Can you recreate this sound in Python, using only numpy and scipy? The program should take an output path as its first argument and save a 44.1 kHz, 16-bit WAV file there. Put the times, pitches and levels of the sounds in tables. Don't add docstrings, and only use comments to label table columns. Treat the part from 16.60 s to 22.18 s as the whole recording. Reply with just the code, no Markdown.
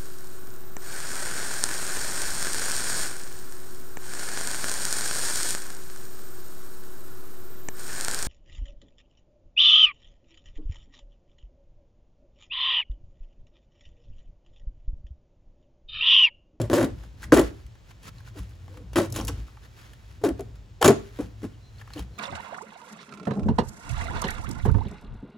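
import sys
import numpy as np
from scipy import signal
from scipy.fft import rfft, irfft, next_fast_len
from scipy.io import wavfile
from scipy.ndimage import map_coordinates

SR = 44100
rng = np.random.default_rng(int(sys.argv[2]) if len(sys.argv) > 2 else 0)


def wav_record(signal):
    frames = np.transpose(np.atleast_2d(signal))
    bounded = np.clip(frames, -1, 1)
    quanta = np.round(bounded * 32767).astype(np.int16)
    wavfile.write(sys.argv[1], SR, quanta)


N = 246078

# (time [s], crack level [dB], hull knock re crack [dB], lip clack re crack [dB],
# splinter pitch [Hz], splinter level re crack [dB])
JOINT_SNAPS = [(0.0156, -17.5, 4, -20, 7400, -14.5), (0.1, -35.5, 28, 8, 1490, -13),
               (0.113, -33.5, 0, 16, 1470, -12), (0.1319, -27, 24, 13.5, 1200, 0),
               (0.1823, -17, 4, 7, 1700, -5), (0.2121, -28, 3, 14.5, 1770, 5),
               (0.229, -23.5, 21.5, -30, 1834, -15), (0.244, -16, 2, -22, 1160, -26),
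               (0.4362, -48.5, 1, 13, 1480, -4), (0.63, -35, -18, -1, 1633, 4), (.64, -41, -23, 5, 1861, 9),
               (0.65, -43, -24, -6, 1450, 2), (0.7214, -5, -1, 0, 1670, -5), (0.73, -19, 10, 5, 1520, 4),
               (0.7725, -14.5, 3, -8, 1720, -5), (.783, -17.5, -7, 1, 1954, 0),
               (0.7933, -13.5, 3.5, -13, 1260, -14), (0.816, -39, 0, -10, 1262, -14),
               (1.065, -38, -15, -21, 2020, -18), (1.153, -41, 0, 0.5, 2024, -17),
               (1.3098, -44.5, -21, 9, 1210, -2), (1.4788, -29, -25.5, -17, 1350, -9.5),
               (1.5829, -40, -24, -22, 4130, -7), (1.6047, -46.5, -13, 5, 1650, 0),
               (1.676, -43, -12, 5, 1458, -4), (1.787, -38, 5, -4, 1246, -5),
               (1.83, -35, -18, -24, 1260, -17), (2.0806, -56.5, 24.5, 23.5, 1439, -5),
               (2.142, -50, 8, 13, 1470, -11), (2.1711, -33, -1, 1.5, 1712, -15),
               (2.3328, -31, 2, -9, 2900, -11), (2.3582, -17.5, 9, 8, 2912, -7),
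               (2.369, -19.5, 0, 5.5, 1290, 5.5), (2.3845, -21, -8, -13, 1310, 1),
               (2.527, -27.5, 2.5, -17, 5600, -18), (2.5612, -26.5, 12, -26, 1850, -2),
               (2.5889, -26.5, 13, 0, 4000, -8), (2.599, -27, 5, 6.5, 3035, -5),
               (2.611, -26.5, 7, 4, 5720, -5.5), (2.6827, -31, -4, -18, 2920, 0.5),
               (2.692, -35, -8, -13, 5725, 1), (2.81, -39, -8, -25, 1810, -17),
               (2.882, -42.5, -12, 3.5, 1296, -2.5), (2.9707, -48, -23, 16.5, 1280, -8),
               (3.3339, -34, -10, -13, 1834, -12), (3.6392, -27.5, 18, -4, 1243, -10),
               (3.6478, -19, -10, -16, 1385, -25), (3.6883, -18.5, -8, -20, 1490, -28),
               (3.7938, -36, 9, 4, 1461, -12), (3.807, -46, -1.5, -3, 1323, -12),
               (3.9553, -42, -35, -20, 1579, -21), (4.218, -22, 7, 10, 7194, -8),
               (4.2259, -6.5, -32, 7, 3012, -15), (4.245, -7, 0.5, 4.5, 7110, -10),
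               (4.2515, -10, 3, 1, 1370, -4), (4.258, -3, 3.5, 5, 6926, -12.5),
               (4.278, 0, 0, -31, 6832, -13.5), (4.589, -44, 29, 12, 1330, -13),
               (4.6079, -36, -4.5, -9, 1252, -12.5), (4.663, -38.5, -8, -22.5, 2580, -20.5),
               (4.82, -44, 12.5, -12, 1335, -7), (4.8418, -35, 16.5, -15, 1192, -12.5),
               (5.184, -43, -8, -20, 4385, -3), (5.198, -55, -14, -6, 3300, 6),
               (5.2142, -42.5, -28, 10.5, 1650, 5.5), (5.2758, -48, -18, 15, 1350, 5),
               (5.3035, -45.5, -2.5, 13, 2980, -3), (5.3353, -28.5, -17, -10, 4340, -7),
               (5.378, -33, -19, -25, 3010, -4), (5.3925, -25, -12.5, 1, 3050, -20)]
# (grip [s], let-go [s], fibre level at grip [dB], at let-go [dB],
# hull level at grip [dB], at let-go [dB], settled pitch of the bent panel [Hz], its overtone [dB])
GLUE_TEARS = [(0, 0.058, -42.5, -55, -19.5, -33, 358, -1.5),
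              (0.1, 0.119, -46, -35.5, -19.5, -12.5, 329.1, -5.5),
              (0.134, 0.221, -26, -36.5, -10.5, -15, 314.7, -1.5),
              (0.229, 0.241, -38, -40, -9.5, -13.5, 293.7, -14.5),
              (0.249, 0.297, -41, -68, -23, -30.5, 297.4, -5),
              (0.622, 0.642, -49, -38.5, -49, -53, 280.8, -6),
              (0.726, 0.748, -25, -21, 1.5, -9.5, 275.5, -5.5),
              (0.764, 0.799, -30, -28, -7, -6.5, 321.3, -9),
              (0.814, 0.866, -33.5, -69, -17, -39.5, 300.4, -5.5),
              (1.429, 1.487, -49, -63, -55, -59, 281, -4), (1.756, 1.791, -64, -42.5, -38, -35, 306, -9.5),
              (2.088, 2.226, -67, -67, -54, -46, 300, 1), (2.361, 2.39, -27, -28, -13.5, -10.5, 323, -11),
              (2.399, 2.46, -36, -42.5, -16, -30, 322.4, -3),
              (2.542, 2.559, -37.5, -36.5, -39, -45, 304, -6),
              (2.564, 2.678, -31.5, -58, -30.5, -41.5, 304.4, -4),
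              (2.681, 2.698, -23, -43, -41.5, -21, 298.7, -6),
              (3.615, 3.632, -55, -64, -35.5, -45, 304, -5),
              (3.639, 3.669, -34.5, -36.5, -15.5, -9.5, 339.8, -9),
              (3.685, 3.713, -54, -64, -16, -20.5, 350.6, -13),
              (3.796, 3.818, -54, -66, -21, -27.5, 398.7, -8.5),
              (4.215, 4.232, -29, -26, -20.5, -16, 400, 0.5), (4.244, 4.267, -18, -22, -14, -9, 372, -2),
              (4.283, 4.295, -19.5, -27.5, 2, -1, 355.6, -14),
              (4.305, 4.339, -34.5, -50, -7, -19, 350, -11.5),
              (4.591, 4.602, -47, -59, -27.5, -18.5, 315.5, -0.5),
              (4.606, 4.66, -46.5, -65, -34, -43, 269.6, -5.5),
              (4.832, 4.856, -50, -51, -23, -26.5, 289.9, -8.5),
              (5.36, 5.396, -58, -45, -27, -31, 291, -9.5)]
# (frequency [Hz], width [Hz], level [dB])
HULL_MODES = [(144, 34, 0), (219, 10, 6.5), (261.7, 36, 6.5), (325.5, 83, 3.5), (348.3, 38.8, 3),
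              (436.5, 48, -1), (468, 170, -6.5), (571, 205, -5.5), (731, 74, -5.5)]
# (frequency [Hz], width [Hz], level [dB])
LIP_MODES = [(812, 76, -0.5), (1106, 109, 0), (1380, 140, -3.5), (1890, 500, -9.5)]
# (frequency [Hz], density [dB per Hz])
FIBRE_SPECTRUM = [(300, -20), (1000, -2.5), (2000, -4.5), (3000, 0.5), (5000, -4.5), (7000, -3),
                  (10000, -2.5), (13000, -11), (16500, -10)]
# (time [s], level [dB])
FLAKE_TICKS = [(.2614, -51), (1.8941, -59), (1.9057, -60), (1.953, -61), (2.5015, -43), (2.5245, -30),
               (2.5614, -30), (2.6502, -34), (2.672, -34), (2.681, -29.5)]
# (time [s], sway level [dB], bounce level [dB])
TRAILER_THUMPS = [(0.129, -47, -25), (0.719, -45, -25), (1.045, -27, -51), (1.286, -52, -52),
                  (1.447, -53, -38), (1.535, -65, -46), (1.801, -20, -30.5), (2.233, -43, -35),
                  (2.376, -42, -23), (2.608, -20.5, -28.5), (3.708, -21.5, -32.5), (4.236, -28, -16),
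                  (4.623, -27, -31.5), (4.831, -29, -31.5), (5.401, -18.5, -29.5)]
# (frequency [Hz], t60 [s], level [dB])
TRAILER_MODES = [(57.8, 0.22, -2), (98.6, 0.41, -6), (180.5, 0.21, -6)]
# (left delay [s], right delay [s], level [dB])
NEAR_BOUNCES = [(.0013, 0.0026, -13.5), (.0034, 0.0022, -15), (.0052, 0.0047, -15.5)]
# (frequency [Hz], t60 [s])
YARD_DECAY = [(100, 0.6), (300, 0.36), (1000, 0.31), (5000, 0.34), (14000, 0.11)]
# (time [s], length [s], start pitch [Hz], end pitch [Hz], arch midway [Hz], level [dB])
BIRD_CALLS = [(.57, 0.086, 4250, 4200, 2, -72), (4.924, 0.034, 3550, 2706, -100, -62.5),
              (5.015, 0.1, 3980, 4000, 96, -62), (5.125, 0.052, 4060, 4020, 68, -68),
              (5.529, 0.068, 4140, 4010, 47, -63)]
# (time of peak [s], level [dB], swell over 15 dB [s], fade over 15 dB [s])
GRASS_STIRS = [(.3, -62, 0.023, 0.41), (.442, -56, 0.051, 0.034), (.62, -56, 0.052, 0.046),
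               (.84, -45, 0.021, 0.13), (1.312, -56.5, 0.059, 0.016), (1.492, -46, 0.068, 0.0073),
               (1.61, -62, 0.22, 0.0074), (1.684, -56, 0.11, 0.031), (1.792, -50.5, 0.058, 0.098),
               (2.18, -56.5, 0.2, 0.026), (2.337, -48, 0.0058, 0.036), (2.721, -53.5, 0.021, 0.35),
               (3.059, -51.5, 0.04, 0.016), (3.173, -51.5, 0.049, 0.27), (3.518, -57, 0.065, 0.072),
               (3.797, -54, 0.034, 0.035), (3.959, -59, 0.011, 0.019), (4.361, -51.5, 0.029, 0.42),
               (4.592, -55, 0.024, 0.047), (4.84, -51.5, 0.026, 0.064), (5.219, -54.5, 0.065, 0.0078),
               (5.403, -48.5, 0.13, 0.037), (5.57, -62, .2, .02)]
# (frequency [Hz], density [dB per Hz])
GRASS_SPECTRUM = [(200, 3), (600, -5.5), (1500, -0.5), (3000, -6), (5000, -9.5), (8000, -13.5),
                  (12000, -17), (16500, -19.5)]
# (frequency [Hz], density [dB per Hz])
AIR_SPECTRUM = [(12, -46.5), (20, -16.5), (53, 5.5), (88, -6), (122, -4), (156, -16), (222, -22),
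                (1100, -30), (1220, -33), (3240, -35), (8000, -42.5), (11000, -54.5), (16000, -49)]
# (time [s], motor level [dB], rumble level [dB])
DRONE_LEVELS = [(0, -22, -30), (.12, -40, -49), (.26, -31, -40), (.45, -58.5, -45.5), (.84, -44, -30),
                (1.2, -59, -71), (1.69, -46.5, -52), (2.21, -47.5, -50.5), (2.56, -33, -35.5),
                (2.81, -50.5, -36.5), (3.1, -56, -71), (3.6, -49, -62), (3.85, -40.5, -46.5),
                (4.32, -63, -52), (4.71, -48.5, -48.5), (5.14, -46.5, -65.5), (5.58, -45.5, -40.5)]
# (frequency [Hz], phase by which left leads [rad])
PORT_PHASE = [(400, 0), (1800, .4), (2100, 1.4), (2600, .6), (4500, .1), (6100, .7), (6800, .2),
              (10200, -5), (11500, -6.6), (13800, -10), (16500, -12.5)]
# (frequency [Hz], likeness [correlation, 0 to 1])
PORT_LIKENESS = [(60, 0.8), (240, 0.68), (950, 0.043), (3770, 0.71), (15000, 0.71)]

CRACK_T60_S, RING_T60_S, KNOCK_T60_S = 0.021, 0.031, 0.0049
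GRIP_T60_S, FIBRE_T60_S, HULL_T60_S = .011, 0.07, 0.047
BITE_RISE, BITE_S = .2, .004
TICK_T60_S, TICK_HZ = 0.022, 5940
TOP_HZ = 15900


def snaps():
    t = np.arange(SR // 5) / SR
    crack, ring, knock, blow, clack = np.zeros((5, N + len(t)))
    for s, db, knock_db, clack_db, hz, ring_db in JOINT_SNAPS:
        start = round(s * SR)
        at = slice(start, start + len(t))
        fall = -60 * t / CRACK_T60_S
        scrape, flutter = rng.standard_normal((2, len(t)))
        first_fibres = 1 + 2.0 * np.exp(-t / 0.0014)
        crack[at] += amp(db + fall) * (1 - np.exp(-t / 0.00047)) * first_fibres
        buzz = np.sin(2 * np.pi * hz * t + .13 * np.cumsum(flutter))
        ring[at] += amp(db + ring_db - 2 - 60 * t / RING_T60_S) * buzz
        knock[at] += amp(db + knock_db - 3.0 - 60 * t / KNOCK_T60_S)
        blow[at] += amp(db + knock_db + 3.5) * np.exp(-t / 0.00027)
        clack[at] += amp(db + clack_db + 6.0 + fall) * scrape
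    return crack[:N], ring[:N], knock[:N], blow[:N], clack[:N]


def tears():
    tear, boom, panel_hz, overtone = np.zeros((4, N))
    for grip, let_go, fibre_db, fibre_end_db, hull_db, hull_end_db, hz, over_db in GLUE_TEARS:
        add(tear, grip, let_go, fibre_db, fibre_end_db, GRIP_T60_S, FIBRE_T60_S)
        add(boom, grip, let_go, hull_db, hull_end_db, GRIP_T60_S, HULL_T60_S)
        at = max(round((grip - GRIP_T60_S) * SR), 0)
        from_grip_s = np.abs(np.arange(at, N) / SR - grip)
        panel_hz[at:] = hz * (1 + BITE_RISE * np.exp(-from_grip_s / BITE_S))
        overtone[at:] = amp(over_db)
    return tear, boom, panel_hz, overtone


def fibres(spiky_db):
    return unit(filtered(grit(spiky_db), lambda hz: amp(along(FIBRE_SPECTRUM, hz))))


def bent_panel(panel_hz, overtone):
    turn = 2 * np.pi * np.cumsum(panel_hz + 32 * wobble(120)) / SR
    return (np.sin(turn) + overtone * np.sin(1.65 * turn)) * amp(1.9 * wobble(70))


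def joint():
    crack, ring, knock, blow, clack = snaps()
    tear, boom, panel_hz, overtone = tears()
    push = knock + boom
    hull = resonate(push * amp(3.5) * grit(spiky_db=3.5) + blow, HULL_MODES)
    hull += amp(-6.0) * push * bent_panel(panel_hz, overtone)
    lip_drive = clack + amp(6.5) * np.sqrt(tear * boom) * grit(spiky_db=-0.5)
    lip = resonate(lip_drive, LIP_MODES)
    cracking = amp(-13.5) * crack * fibres(spiky_db=6.1)
    tearing = amp(-5) * tear * fibres(spiky_db=2.5)
    return cracking + ring + tearing + hull + lip


def flakes():
    env = np.zeros(N)
    for s, db in FLAKE_TICKS:
        add(env, s, s, db, db, .003, TICK_T60_S)

    def treble(f):
        highpass = (1j * f / (TICK_HZ + 1j * f)) ** 4
        return highpass / (1 + 1j * f / (1.5 * TICK_HZ)) ** 3
    return env * unit(filtered(rng.standard_normal(N), treble))


def trailer():
    out, t = np.zeros(N + SR), np.arange(SR // 2) / SR
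    onset = 1 - np.exp(-t / 0.005)
    sway, bounce, over = [amp(db - 60 * t / t60) * onset * np.sin(2 * np.pi * hz * t)
                          for hz, t60, db in TRAILER_MODES]
    for s, sway_db, bounce_db in TRAILER_THUMPS:
        out[round(s * SR):][:len(t)] += amp(sway_db) * sway + amp(bounce_db) * (bounce + over)
    return out[:N]


def bounces(x):
    def response(f):
        echo = sum(amp(db) * np.exp(-2j * np.pi * f * np.array([[left], [right]]))
                   for left, right, db in NEAR_BOUNCES)
        return echo * (1j * f / (700 + 1j * f)) ** 2
    return filtered(x, response)


def yard(x):
    hz, t, z = signal.stft(rng.standard_normal((2, SR // 2)), SR, nperseg=256)
    decay = amp(-60 * t / along(YARD_DECAY, hz)[:, None])
    tail = signal.istft(z * decay, SR, nperseg=256)[1]
    x = filtered(x, lambda f: 1j * f / (400 + 1j * f))
    delayed = np.pad(x, (300, 0))[None]
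    return signal.fftconvolve(delayed, tail / np.linalg.norm(tail[0]), axes=1)[:, :N]


def birds():
    out = np.zeros(N + SR)
    for s, length, from_hz, to_hz, arch_hz, db in BIRD_CALLS:
        u = np.linspace(0, 1, round(length * SR))
        arch = np.sin(np.pi * u)
        pitch_hz = from_hz + (to_hz - from_hz) * u + arch_hz * arch
        husk = 0.03 * np.cumsum(rng.standard_normal(len(u)))
        phase = 2 * np.pi * np.cumsum(pitch_hz) / SR + husk
        held = to_hz > .9 * from_hz
        notes = np.sin(phase) + .3 * held * np.sin(1.42 * phase)
        out[round(s * SR):][:len(u)] += amp(db) * np.sqrt(np.abs(arch)) * notes
    return out[:N]


def grass():
    brushing_db = 2 * wobble(25) + 2 * wobble(400)
    stir = np.zeros(N)
    for s, db, swell, fade in GRASS_STIRS:
        add(stir, s, s, db, db, swell * 60 / 15, fade * 60 / 15)
    return stir * amp(brushing_db) * rush(GRASS_SPECTRUM)


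def drone():
    motor_db, rumble_db = curves(DRONE_LEVELS)
    motor = unit(resonate(rng.standard_normal(N), [(90.0, 3.3, 2), (111.2, 9.4, 2.5)]))
    narrow = resonate(rng.standard_normal(N), [(54.4, 9.5, 0)])
    rumble = unit(resonate(narrow, [(56, 290, 0)]))
    far = amp(motor_db) * motor + amp(rumble_db + 2.7 * wobble(6.7)) * rumble
    return far * amp([[.5], [-.5]])


def background():
    return drone() + grass() + amp(-48.0) * rush(AIR_SPECTRUM)


def rush(spectrum):
    def response(hz):
        turn = np.arccos(np.clip(along(PORT_LIKENESS, hz), -1, 1)) / 2
        return amp(along(spectrum, hz)) * [np.cos(turn), np.sin(turn)]
    mid, side = filtered(rng.standard_normal((2, N)), response)
    return unit(spaced(mid) + np.array([side, -side]))


def spaced(x):
    return filtered(x, lambda hz: np.exp(.5j * along(PORT_PHASE, hz) * np.array([[1], [-1]])))


def resonate(x, modes):
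    def response(f):
        return sum((-1) ** k * amp(db) * 1j * f * width / (hz * hz - f * f + 1j * f * width)
                   for k, (hz, width, db) in enumerate(modes))
    return filtered(x, response)


def filtered(x, response):
    m = next_fast_len(N + SR // 2)
    return irfft(rfft(x, m) * response(np.fft.rfftfreq(m, 1 / SR)), m)[..., :N]


def grit(spiky_db):
    return unit(rng.standard_normal(N) * amp(spiky_db * wobble(700)))


def wobble(rate):
    knots = rng.standard_normal(int(N * rate / SR) + 4)
    return map_coordinates(knots, [np.arange(N) * rate / SR])


def add(out, start, end, start_db, end_db, rise_t60, fall_t60):
    s = [start - max(rise_t60, .002), start, max(end, start + 1 / SR), end + max(fall_t60, .004)]
    at = np.arange(max(round(s[0] * SR), 0), min(round(s[-1] * SR), N))
    out[at] += amp(np.interp(at / SR, s, [start_db - 60, start_db, end_db, end_db - 60]))


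def curves(rows):
    s, *cols = np.transpose(rows)
    return [np.interp(np.arange(N) / SR, s, c) for c in cols]


def along(points, hz):
    f, v = np.transpose(points)
    return np.interp(np.log(hz + 1), np.log(f + 1), v)


def amp(db):
    return 10 ** (np.asarray(db) / 20)


def unit(x):
    return x / np.sqrt(np.mean(x ** 2) + 1e-20)


def scene():
    boat, far = joint() + flakes(), birds()
    direct = spaced(boat + trailer() + far) * amp([[.6], [-.6]])
    return direct + bounces(boat) + amp(-13.5) * yard(boat + far) + background()


def record(dry):
    held = dry / (1 + np.abs(dry / .95) ** 5) ** (1 / 5)

    def band(hz):
        top = 1 / (1 + (hz / TOP_HZ) ** 120)
        return top / (1 + (38 / (hz + 1)) ** 4)
    return filtered(held, band)


dry = scene()
out = record(dry)
wav_record(out)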